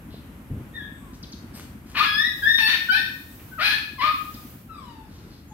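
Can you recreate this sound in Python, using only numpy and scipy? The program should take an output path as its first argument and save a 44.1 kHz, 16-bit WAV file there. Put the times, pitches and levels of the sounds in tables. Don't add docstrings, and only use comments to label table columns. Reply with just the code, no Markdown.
import sys
import numpy as np
from scipy import signal
from scipy.fft import rfft, irfft, next_fast_len
from scipy.io import wavfile
from scipy.ndimage import uniform_filter1d, minimum_filter1d, map_coordinates

SR = 44100
rng = np.random.default_rng(int(sys.argv[2]) if len(sys.argv) > 2 else 0)


def pcm_store(signal):
    levels = np.round(np.clip(np.atleast_2d(signal), -1, 1) * 32767)
    wavfile.write(sys.argv[1], SR, levels.astype(np.int16).T)


N = 243873

# frequency_hz, gain_db
AIR_TONE = [(20, -71), (45, -2.5), (70, 0), (200, -6), (290, -7), (420, -18), (650, -22.5), (1400, -23),
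            (2800, -30), (4500, -41), (8000, -43), (11000, -38), (16000, -85)]
# frequency_hz, likeness
EAR_LIKENESS = [(60, 0.93), (180, 0.99), (550, 0.68), (1650, -0.087), (4970, 0.12), (15000, -0.15)]
# frequency_hz, gain_db
HISS_TONE = [(3000, -18), (7000, -7), (9000, -2), (10200, -12), (11600, 7.5), (13000, -0.5), (15000, 0),
             (16000, -10)]
# start_s, length_s, level_db
SURGES = [(2.2, 2.01, -39), (3.97, 0.78, -42.5)]
# frequency_hz, gain_db
SURGE_TONE = [(3000, -3), (7000, -6), (10000, -6), (11500, 1.5), (14000, 4), (16000, 2)]
# time_s, count
FIRINGS = [(-.013, 0), (1.55, 15), (4.558, 44), (5.63, 54)]
# time_s, level_db
PUFF_LEVELS = [(0, -33), (.9, -35), (1.3, -31.5), (1.8, -35.5), (3.4, -38), (4.45, -33.5), (4.8, -40.5),
               (5.5, -38.5)]
# start_s, level_db, cutoff_hz, decay_s (time to fall 60 dB)
BUMPS = [(0.14, -22.5, 437, 0.026), (0.502, -25.5, 162, 0.4), (0.529, -25.5, 220, 0.069),
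         (0.566, -22, 150, 0.082), (.603, -31, 282, 0.065)]
# start_s, length_s, level_db, centre_hz, width_octaves
SWISHES = [(0.092, 0.13, -51.5, 3630, 0.32), (1.128, 0.049, -52, 4570, 0.52),
           (1.533, 0.15, -46.5, 1170, 2.1), (1.534, 0.064, -47.5, 4660, 0.25),
           (1.542, .06, -47, 12600, 0.091), (1.53, 0.073, -48, 8360, 0.11), (1.851, 0.12, -49.5, 1680, 1.8),
           (3.387, 0.039, -52, 2370, 0.32), (5.066, 0.25, -56.5, 4340, 0.42), (5.266, 0.18, -56, 4050, 0.4)]
# start_s, length_s, start_hz, end_hz, level_db
CHIRPS = [(0.907, 0.22, 7670, 8400, -57), (1.227, 0.023, 6230, 2690, -35.5),
          (1.319, 0.029, 6420, 2910, -37), (3.295, 0.075, 8100, 8000, -53.5),
          (4.339, 0.025, 6420, 2900, -40), (5.475, 0.078, 6500, 6900, -58)]
# start_s, length_s, start_hz, end_hz, level_db, brightness_db_per_octave
COOS = [(.733, .13, 1828, 1670, -38, -11), (1.005, .16, 1129, 992, -55, -19),
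        (3.513, 0.033, 1507, 1514, -33, -37)]
# frequency_hz, gain_db
COO_THROAT = [(1000, 3), (3700, 4.5), (5000, -22), (8000, -29)]
# start_s, length_s, start_hz, end_hz, level_db, brightness_db_per_octave
WAILS = [(4.685, .41, 1324, 807, -39, -2), (5.505, .3, 855, 900, -48.5, 3)]
# frequency_hz, gain_db
WAIL_THROAT = [(800, 5.5), (1300, -3), (2000, -15), (3600, -11), (5600, -19), (6500, -27), (8400, -15.5),
               (12000, -27)]
# start_s, length_s, attack_s, level_db, swell_db,
# low_hz, high_hz, mid_rise_s, mouth_opening_s, brightness_db_per_octave
SCREAMS = [(1.943, 0.12, 0.045, -17, -6, 1131, 1287, 0.06, 0.057, 6),
           (2.048, .247, 0.0023, -28, 4.5, 1677, 2030, .182, 0.0033, 1.5),
           (2.419, 0.35, 0.021, -20, -2.5, 1622, 1834, 0.043, 0.05, 1),
           (2.884, 0.16, 0.017, -16, -14.5, 1505, 1838, 0.053, 0.013, 0),
           (3.577, 0.18, 0.0408, -19.5, -4.5, 1253, 1750, .042, 0.025, 2.5),
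           (3.98, 0.15, 0.0423, -19.5, -9, 983.5, 1247, .045, 0.0031, -2)]
# frequency_hz, gain_db
SCREAM_THROAT = [(500, 15), (850, -11), (1200, 8.5), (1800, 3), (2500, -4), (3600, 3.5), (4400, -3),
                 (4900, -0.5), (5500, -8.5), (6200, -45), (9000, -22.5), (11500, -16), (16000, -22)]
# start_s, length_s, strength (0-1)
SPLIT_SPELLS = [(2.034, 0.0208, 0.47), (2.06, 0.109, 0.11), (2.607, 0.073, 0.92), (2.924, 0.049, 0.94),
                (3.588, 0.146, .95), (4.02, 0.073, .2)]
# start_s, length_s, strength (0-1)
RASP_SPELLS = [(1.935, 0.065, 0.95), (1.995, 0.048, 0.49), (2.033, 0.023, 0.89), (2.584, 0.022, 0.56),
               (2.672, 0.098, 0.59), (2.927, 0.0593, 0.24), (3.59, .188, 0.51), (4.008, 0.0803, 0.48),
               (4.092, .06, 0.04)]
# frequency_hz, gain_db
RASP_TONE = [(400, -1), (800, -13), (1200, -10.5), (1700, 1.5), (2100, -3.5), (2500, -2), (3000, 0),
             (4200, -2), (5400, -22), (6200, -22), (9000, -32), (12000, -20), (15800, -30)]
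# centre_hz, width_hz, gain_db
MOUTH_RINGS = [(2490, 133, 10), (4370, 98, 6)]
# frequency_hz, decay_s
ECHO_DECAY = [(200, 0.057), (1000, 0.52), (2000, 0.55), (4000, 0.57), (8000, 0.56), (15000, 0.58)]
# frequency_hz, extra_echo_db
FACING_AWAY = [(1000, 2.5), (2000, 5), (4000, 6.5), (9000, 7.5)]


def amp(db):
    return 10 ** (np.asarray(db) / 20)


def unit(x):
    return x / np.sqrt(np.mean(x ** 2) + 1e-20)


def along(points, hz):
    frequencies, values = np.transpose(points)
    return np.interp(np.log(hz + 1), np.log(frequencies + 1), values)


def wobble(rate, t):
    points = np.random.default_rng(rng.integers(2 ** 31)).standard_normal(int(len(t) * rate / SR) + 4)
    return map_coordinates(points, [np.arange(len(t)) * rate / SR])


def filtered(x, response):
    size = x.shape[-1]
    padded = next_fast_len(size + 4096)
    return irfft(rfft(x, padded) * response(np.fft.rfftfreq(padded, 1 / SR)), padded)[..., :size]


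def noise(size, response):
    return unit(filtered(rng.standard_normal(N)[:size], response))


def add(track, start, sound):
    room = track[max(round(start * SR), 0):][:len(sound)]
    room += sound[:len(room)]


def fades(t, length, attack, release):
    return np.clip(np.minimum(t / attack, (length - t) / release), 0, 1)


def glide(t, start_hz, end_hz, midway, steepness):
    return end_hz + (start_hz - end_hz) / (1 + (t / midway) ** steepness)


def air(level_db=-42.5, drift_db_per_s=-0.62):
    t = np.arange(N) / SR
    spread = lambda hz: np.arccos(np.clip(along(EAR_LIKENESS, hz), -1, 1)) / 2
    tone = lambda hz: amp(along(AIR_TONE, hz)) * [np.cos(spread(hz)), np.sin(spread(hz))]
    shared, side = filtered(rng.standard_normal((2, N)), tone)
    loudness = amp(level_db + drift_db_per_s * t + wobble(11, t))
    return unit(np.array([shared + side, shared - side])) * loudness


def hiss(rest_db=-61, drift_db_per_s=-0.6, surge_db_per_s=-8, edge_s=0.25, left_db=-2.0):
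    t = np.arange(N) / SR
    fizz = lambda tone: np.array([noise(N, lambda hz: amp(along(tone, hz))) for ear in range(2)])
    surges = sum(amp(db + surge_db_per_s * (t - start)) * fades(t - start, length, edge_s, edge_s)
                 for start, length, db in SURGES)
    rest = amp(rest_db + drift_db_per_s * t)
    return (rest * fizz(HISS_TONE) + surges * fizz(SURGE_TONE)) * amp(left_db * np.array([[.5], [-.5]]))


def engine(ring_hz=245, width_s=0.0047):
    out, t = np.zeros(N), np.arange(-SR // 40, SR // 40) / SR
    times, counts = np.transpose(FIRINGS)
    for when in np.interp(np.arange(1, counts[-1]), counts, times):
        extra_db, detune, phase = rng.standard_normal(3)
        pitch = ring_hz * (1 + 0.076 * detune)
        puff = np.exp(-(t / width_s) ** 2) * np.sin(2 * np.pi * pitch * t + phase)
        db = np.interp(when, *np.transpose(PUFF_LEVELS))
        add(out, when + t[0], amp(db + extra_db) * puff)
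    return out


def bumps(lowest_hz=55, attack_s=0.0039):
    out, t = np.zeros(N), np.arange(SR // 3) / SR
    bass_cut = lambda hz: hz ** 4 / (hz ** 4 + lowest_hz ** 4)
    for start, db, cutoff_hz, decay_s in BUMPS:
        thud = noise(len(t), lambda hz: bass_cut(hz) / (1 + (hz / cutoff_hz) ** 3.05))
        add(out, start, thud * amp(db - 60 * t / decay_s) * (1 - np.exp(-t / attack_s)))
    return out


def leaves(grain_db=3):
    out = np.zeros(N)
    for start, length, db, centre_hz, octaves in SWISHES:
        t = np.arange(0, 3 * length, 1 / SR)
        swish = noise(len(t), lambda hz: np.exp(-.5 * (np.log2((hz + 1) / centre_hz) / octaves) ** 2))
        grainy = unit(swish * amp(grain_db * wobble(479, t)))
        age = 2.65 * t / length
        add(out, start, amp(db) * age * np.exp((1 - age ** 2) / 2) * grainy)
    return out


def bird(buzz=0.035, scrape=.07):
    out = np.zeros(N)
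    for start, length, start_hz, end_hz, db in CHIRPS:
        t = np.arange(0, length, 1 / SR)
        jitter = buzz + scrape * abs(np.log(start_hz / end_hz))
        pitch = np.geomspace(start_hz, end_hz, len(t)) * (1 + jitter * wobble(1545, t))
        loudness = amp(db) * np.sin(np.pi * (t / length) ** .65)
        add(out, start, loudness * np.sin(2 * np.pi * np.cumsum(pitch) / SR))
    return out


def overtones(t, phase, pitch, throat, multiples, db_per_octave, flicker_db):
    out = np.zeros(len(t))
    for k in multiples:
        db = along(throat, k * pitch) + db_per_octave * np.log2(max(k, 1))
        flicker = flicker_db * min(k / 3, 1) * wobble(89.1, t)
        out += amp(db + flicker) * np.sin(k * phase)
    return out


def soft_calls(calls, throat, quaver, flicker_db, attack_s, release_s, fade_db,
               onset_db_per_octave, settle_s, midway_share, steepness):
    out = np.zeros(N)
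    for start, length, start_hz, end_hz, db, settled_brightness in calls:
        t = np.arange(0, length, 1 / SR)
        pitch = glide(t, start_hz, end_hz, midway_share * length, steepness)
        phase = 2 * np.pi * np.cumsum(pitch * (1 + quaver * wobble(260, t))) / SR
        brightness = settled_brightness + onset_db_per_octave * np.exp(-t / settle_s)
        voice = overtones(t, phase, pitch, throat, np.arange(1, 8), brightness, flicker_db)
        add(out, start, amp(db + fade_db * t / length) * fades(t, length, attack_s, release_s) * voice)
    return out


def spells(rows, t, least, slip_s=0.016):
    depth = sum(strength * fades(t - start + slip_s / 2, length + slip_s, slip_s, slip_s)
                for start, length, strength in rows)
    return np.clip(depth, least, 1)


def rasp(phase, treble_db, cutoff_hz=3200):
    breath = noise(len(phase), lambda hz: amp(along(RASP_TONE, hz)))
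    dull = filtered(breath, lambda hz: 1 / (1 + (hz / cutoff_hz) ** 6))
    return (dull + amp(treble_db) * (breath - dull)) * (1 + 0.49 * np.cos(phase))


def scream(row, split_db=2, split_sag=.042, shut_db_per_octave=-18, closing_s=0.025):
    start, length, attack, db, swell_db, low_hz, high_hz, mid_rise, opening, open_brightness = row
    t = np.arange(0, length, 1 / SR)
    split = spells(SPLIT_SPELLS, start + t, least=0.025)
    rough = spells(RASP_SPELLS, start + t, least=0.021)
    broken = np.maximum(split, rough)
    scoop = 6.79 * np.maximum(.48 * attack - t, 0)
    pitch = glide(t, low_hz, high_hz, mid_rise, steepness=4.99) * (1 + scoop - split_sag * split)
    shut = np.exp(-t / opening) + np.exp((t - length) / closing_s)
    brightness = open_brightness + shut_db_per_octave * shut - 0.5 * broken
    loudness = amp(db + swell_db * t / length - 1.5 * broken) * fades(t, length, attack, release=0.015)
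    jitter = .0055 * wobble(420, t) + .09 * rough ** 2 * wobble(650, t)
    phase = 2 * np.pi * np.cumsum(pitch * (1 + jitter)) / SR
    whistle = overtones(t, phase, pitch, SCREAM_THROAT, np.arange(1, 10), brightness - 5, flicker_db=2.5)
    halves = overtones(t, phase, pitch, SCREAM_THROAT, np.arange(9) + .5, brightness - 1.2, flicker_db=3)
    tone = (whistle + amp(split_db) * split * halves) / np.sqrt(1 + 2 * split ** 2)
    voice = np.sqrt(1 - rough ** 2) * tone + rough * rasp(phase, brightness)
    shudder = amp(2 * rough * wobble(298.5, t))
    return loudness * shudder * voice


def monkey(bass_cut_hz=790, leak_db=-17):
    out = np.zeros(N)
    for row in SCREAMS:
        add(out, row[0], scream(row))
    bass_cut = lambda hz: 1 - (1 - amp(leak_db)) / (1 + (hz / bass_cut_hz) ** 10)
    band = lambda hz, centre, width: 1j * hz * width / (centre ** 2 - hz ** 2 + 1j * hz * width)
    ringing = lambda hz: 1 + sum((amp(db) - 1) * band(hz, centre, width)
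                                 for centre, width, db in MOUTH_RINGS)
    return filtered(out, lambda hz: bass_cut(hz) * ringing(hz))


def yard(x, echo_db, left_db, echo_left_db, build_s=0.0026, lag_s=.00008):
    hz, t, spectrum = signal.stft(rng.standard_normal((2, SR)), SR, nperseg=256)
    decay = amp(-60 * t / along(ECHO_DECAY, hz)[:, None])
    tail = signal.istft(spectrum * decay * (1 - np.exp(-t / build_s)), SR, nperseg=256)[1]
    echo = signal.fftconvolve(x[None], tail / np.linalg.norm(tail[0]), axes=1)[:, :N]
    echo = filtered(echo, lambda hz: amp(along(FACING_AWAY, hz) / 2))
    sides = np.array([[.5], [-.5]])
    delay = lambda hz: np.exp(-2j * np.pi * hz * lag_s * sides)
    direct = filtered(x, lambda hz: amp(-along(FACING_AWAY, hz) / 2) * delay(hz))
    return direct * amp(left_db * sides) + echo * amp(echo_db + echo_left_db * sides)


def scene():
    near = yard(monkey(), echo_db=-2, left_db=7.5, echo_left_db=5.5)
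    coos = soft_calls(COOS, COO_THROAT, quaver=.014, flicker_db=3.5,
                      attack_s=.025, release_s=0.0063, fade_db=-6.5,
                      onset_db_per_octave=10, settle_s=0.048, midway_share=.45, steepness=6.4)
    wails = soft_calls(WAILS, WAIL_THROAT, quaver=0.0148, flicker_db=7.0,
                       attack_s=.012, release_s=0.065, fade_db=-21,
                       onset_db_per_octave=-12, settle_s=0.043, midway_share=0.33, steepness=2.3)
    far = yard(coos + wails, echo_db=-2, left_db=7, echo_left_db=5.5)
    treetop = yard(leaves() + bird(), echo_db=-8, left_db=3, echo_left_db=3)
    background = bumps() + engine() + air() + hiss()
    return near + far + treetop + background * amp([[.6], [-.6]])


def record(dry, ceiling=.6, top_hz=15800):
    hold = SR // 80
    needed = ceiling / np.maximum(np.abs(dry).max(axis=0), ceiling)
    gain = uniform_filter1d(minimum_filter1d(needed, 2 * hold), hold)
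    return filtered(dry * gain, lambda hz: hz < top_hz)


dry = scene()
out = record(dry)
pcm_store(out)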